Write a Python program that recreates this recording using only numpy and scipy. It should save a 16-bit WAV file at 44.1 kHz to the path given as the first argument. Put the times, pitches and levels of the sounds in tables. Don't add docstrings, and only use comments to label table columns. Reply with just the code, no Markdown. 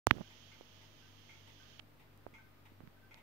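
import sys
import numpy as np
from scipy import signal
from scipy.fft import rfft, irfft, next_fast_len
from scipy.io import wavfile
from scipy.ndimage import map_coordinates

SR = 44100
rng = np.random.default_rng(int(sys.argv[2]) if len(sys.argv) > 2 else 0)


def wav_out(sig):
    wavfile.write(sys.argv[1], SR, np.round(np.clip(np.atleast_2d(sig).T, -1, 1) * 32767).astype(np.int16))


def level_to_linear(level):
    exponent = np.asarray(level, float) / 20
    return 10 ** exponent


N = 142002

# f/Hz, level/dB
AIR_SPECTRUM = [(25, -28), (100, -12.5), (300, -14.5), (640, -21), (1260, -22), (2500, -27), (5000, -35),
                (8000, -48)]
SELF_SPECTRUM = [(500, -14), (3000, -6.5), (8500, -4), (11000, -3), (14500, 5.5), (15700, 2)]
# f/Hz, correlation
AIR_LIKENESS = [(60, 0.27), (290, 0.34), (640, 0.38), (1400, .01)]
# f/Hz, rms level/dB
MOTOR_HUM = [(48.4, -68), (96.9, -68), (145.3, -74.5), (242.2, -77), (635, -82.5), (1228, -88)]
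MAINS_HUM = [(100, -76), (290, -81.5)]

# t/s, level/dB
TALL_BEATS = [
    (.515, -61.5),
    (1.292, -56),
    (2.339, -55.5),
    (3.11, -58.5),
]
WALL_BEATS = [
    (.303, -60.5),
    (.815, -63.5),
    (1.475, -60.5),
    (1.997, -63),
    (2.654, -61.5),
    (3.174, -62),
]
SMALL_BEATS = [
    (.245, -65),
    (.52, -66),
    (1.024, -65.5),
    (1.6, -60.5),
    (1.7, -67.5),
    (2.385, -58),
    (2.45, -76),
    (2.968, -65.5),
    (3.02, -63),
]
# t/s, level/dB
ROD_SHIVERS = [
    (.18, -66.5),
    (.72, -75),
    (1.62, -76),
    (2.262, -77),
    (2.312, -66.5),
    (2.58, -69),
]
# f/Hz, width/Hz, level/dB
TALL_CASE = [(888, 26, 0.5), (1396, 80, -8), (2140, 76, 3.5), (2435, 243, -5), (3370, 160, -12),
             (5940, 1800, -26.5)]
WALL_CASE = [(897, 64, 3.5), (1980, 230, 1.5), (2590, 840, -4.5), (3735, 300, -7), (5940, 5800, -26)]
SMALL_CASE = [(1541, 13, 0)]
ROD_MODE = [(1234, 10, 0)]

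# f/Hz, level/dB
CAVITY_SPECTRUM = [(600, -42.5), (1800, -9.5), (2500, -8.5), (3150, 0), (3900, -9.5), (6000, -10.5),
                   (6700, -12.5), (7600, -39.5)]
# t/s, length/s, level/dB
RUB_STROKES = [
    (.115, .12, -48.5),
    (2.784, 0.1, -61.5),
]
# f/Hz, level/dB
SKIN_SPECTRUM = [(60, -15.5), (200, 3.5), (600, -11), (1500, -23.5), (3000, -41.5)]
# t/s, peak level/dB, f/Hz, direction, thud level/dB
HARD_KNOCKS = [
    (.0696, .5, 830, -1, -23),
    (.1106, -6, 850, -1, -23),
    (.108, -19, 1000, 1, -70),
    (.10975, -15, 2200, -1, -70),
]
TAPS = [
    (.172, -31.5, 1500, 0.84, -38),
    (0.1792, -34, 706, 0.82, -55),
    (0.1837, -31, 590, -1.5, -58),
    (0.21, -22, 516, -0.73, -70),
    (.215, -22.5, 756, -0.55, -52),
    (0.61, -29, 476, -0.98, -58),
    (2.266, -25.5, 580, -1.6, -49),
    (2.8048, -29, 1100, 0.49, -70),
    (2.8749, -37.5, 1710, -1.37, -73),
]
# t/s, peak level/dB
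LEFT_LEAK = [
    (.0699, -42),
    (.1109, -38),
]
# t/s, peak level/dB, f/Hz, direction
PUSHES = [(0.131, -32, 210, 0.76), (.14, -36.5, 240, 1), (0.147, -41, 200, 0.59), (.158, -39, 166, 1),
          (.164, -27.5, 186, -0.59), (.189, -35, 107, 0.51), (0.2069, -27, 203, 1), (0.2119, -30.5, 187, 1),
          (2.279, -48, 299, 0.88), (2.332, -44.5, 280, 1), (2.719, -42.5, 228, 0.93),
          (2.8055, -39.5, 260, 1), (2.8347, -33.5, 134, -0.64), (2.874, -38.5, 140, 1)]
REBOUNDS = [
    (.071, -19, 220, -1),
    (.1119, -14, 215, -1),
    (.1285, -34, 300, -1),
]
# t/s, peak level/dB, f/Hz, cycles to -60 dB, direction
SNAPS = [
    (.1104, -26, 13000, 14.5, 0.91),
    (.2101, -33, 1800, 0.5, -1.07),
    (2.176, -37.5, 11400, 3, 0.86),
    (3.1439, -27, 3240, 2.5, 0.79),
    (3.146, -60, 5960, 11, 1),
]
LIFT_SNAPS = [
    (1.7945, -33, 3050, 13, -1),
    (1.7959, -36, 1300, 3, 1),
    (1.798, -31, 2850, 9, -1),
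]

START_S, LIFT_S = .066, 1.797
AIR_DB, SELF_DB, CAVITY_DB = -66, -76, -61
SLOW_RISE, SHARP_RISE = .1, .04
TIME = np.arange(N) / SR


def unit(x):
    return x / np.sqrt(np.mean(x ** 2) + 1e-20)


def along(points, hz):
    f, value = np.transpose(points)
    return np.interp(np.log(hz + 1), np.log(f + 1), value)


def wobble(rate):
    knots = rng.standard_normal(int(N * rate / SR) + 4)
    return map_coordinates(knots, [np.arange(N) * rate / SR])


def filtered(x, response):
    m = next_fast_len(N + SR // 2)
    spectrum = rfft(x, m) * response(np.fft.rfftfreq(m, 1 / SR))
    return irfft(spectrum, m)[..., :N]


def shaped_noise(channels, spectrum):
    return unit(filtered(rng.standard_normal((channels, N)), lambda f: level_to_linear(along(spectrum, f))))


def resonances(table):
    def response(f):
        total = 0
        for k, (centre, width, db) in enumerate(table):
            damping = 1j * f * width
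            total = total + (-1) ** k * level_to_linear(db) * damping / (centre ** 2 - f * f + damping)
        return total
    return response


def ring(s, db, hz, t60, rise):
    start = int(s * SR)
    t = np.clip(np.arange(start, start + 4000) / SR - s, 0, 1)
    swell = (1 - np.exp(-t * hz / rise)) ** 2
    wave = level_to_linear(db - 60 * t / t60) * swell * np.sin(2 * np.pi * hz * t)
    return np.pad(wave, (start, N))[:N]


def self_noise():
    return level_to_linear(SELF_DB) * shaped_noise(2, SELF_SPECTRUM)


def room_air():
    def mid_side(f):
        turn = np.arccos(np.clip(along(AIR_LIKENESS, f), -1, 1)) / 2
        return level_to_linear(along(AIR_SPECTRUM, f)) * [np.cos(turn), np.sin(turn)]
    mid, side = filtered(rng.standard_normal((2, N)), mid_side)
    return level_to_linear(AIR_DB) * unit(np.array([mid + side, mid - side]))


def hum():
    total = 0
    for hz, db in MOTOR_HUM + MAINS_HUM:
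        level = level_to_linear(db + 2 + 1.8 * wobble(3.695))
        phase = 2 * np.pi * hz * TIME + .5 * wobble(2.96) + rng.uniform(0, 6)
        total = total + level * np.sin(phase)
    return total * level_to_linear([[1.5], [-1.5]])


def whine():
    band = unit(filtered(rng.standard_normal((2, N)), resonances([(14433, 60, 0)])))
    return level_to_linear(-91) * band * np.clip(TIME - .28, .3, 1)


def distant_blows(hits, case, rise, t60, direct_db):
    t = np.arange(SR // 2) / SR
    cloud = np.zeros((2, N + SR))
    for s, db in hits:
        start = round(s * SR)
        shape = level_to_linear(db - 60 * t / t60) * (1 - np.exp(-t / rise))
        cloud[:, start:start + len(t)] += shape * rng.standard_normal((2, len(t)))
        cloud[:, start] += level_to_linear(db + direct_db)
    colour = resonances(case)
    gain = np.sqrt(np.mean(abs(colour(np.fft.rfftfreq(8192, 1 / SR))) ** 2))
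    return filtered(cloud[:, :N], colour) / gain


def clocks():
    tall = distant_blows(TALL_BEATS, TALL_CASE, .0015, .36, 19)
    wall = distant_blows(WALL_BEATS, WALL_CASE, .001, .25, 17)
    small = distant_blows(SMALL_BEATS, SMALL_CASE, .01, .22, 22)
    rod = distant_blows(ROD_SHIVERS, ROD_MODE, .01, .22, 22)
    return tall + wall + small + rod


def covered_port():
    hiss = shaped_noise(1, CAVITY_SPECTRUM)[0]
    level = level_to_linear(CAVITY_DB + .4 * wobble(3) + .6 * wobble(12))
    return np.array([0 * hiss, level * hiss * (TIME < LIFT_S)])


def rubs():
    grit = shaped_noise(1, SKIN_SPECTRUM)[0] * level_to_linear(4 * wobble(120))
    stroke = 0
    for s, length, db in RUB_STROKES:
        stroke = stroke + level_to_linear(db) * np.sin(np.pi * np.clip((TIME - s) / length, 0, 1))
    return np.array([0 * TIME, grit * stroke])


def taps():
    total = 0
    for s, db, hz, way, thud_db in HARD_KNOCKS + TAPS:
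        tap = ring(s, db, hz, 2.8 / hz, SLOW_RISE)
        thud = ring(s + .0012, thud_db, 120, .05, SHARP_RISE)
        total = total + way * (tap + thud)
    click = ring(.06958, -2, 6500, 2 / 6500, SHARP_RISE)
    u = (TIME - .11043) / .000105
    squeeze = level_to_linear(3.2) * u * np.exp(-u * u / 2)
    return total + click + squeeze


def pushes():
    return sum(way * ring(s, db + 4.5, hz, 2.8 / hz, SLOW_RISE) for s, db, hz, way in PUSHES + REBOUNDS)


def snaps():
    crack = (.11032, -17, 4600, 3, -1)
    return sum(way * ring(s, db + 2.5, hz, cycles / hz, SLOW_RISE)
               for s, db, hz, cycles, way in SNAPS + LIFT_SNAPS + [crack])


def fingers():
    left = -sum(ring(s, db, 560, 5 / 560, SLOW_RISE) for s, db in LEFT_LEAK)
    return np.array([left, taps() + pushes() + snaps()])


def scene():
    far = self_noise() + room_air() + hum() + whine() + clocks() + covered_port()
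    far = filtered(far, lambda hz: hz < 15720)
    opening = np.clip((TIME - START_S) / .004, 0, 1)
    return (far + rubs() + fingers()) * opening


def band_limit(x):
    return signal.sosfilt(signal.butter(12, 16940, fs=SR, output="sos"), x)


def record(dry):
    corner = 62
    cut = filtered(dry, lambda f: -f * f / (corner ** 2 - f * f + 1.4j * f * corner))
    mix = cut - .0004 * (TIME > START_S)
    return band_limit(mix)


dry = scene()
out = record(dry)
wav_out(out)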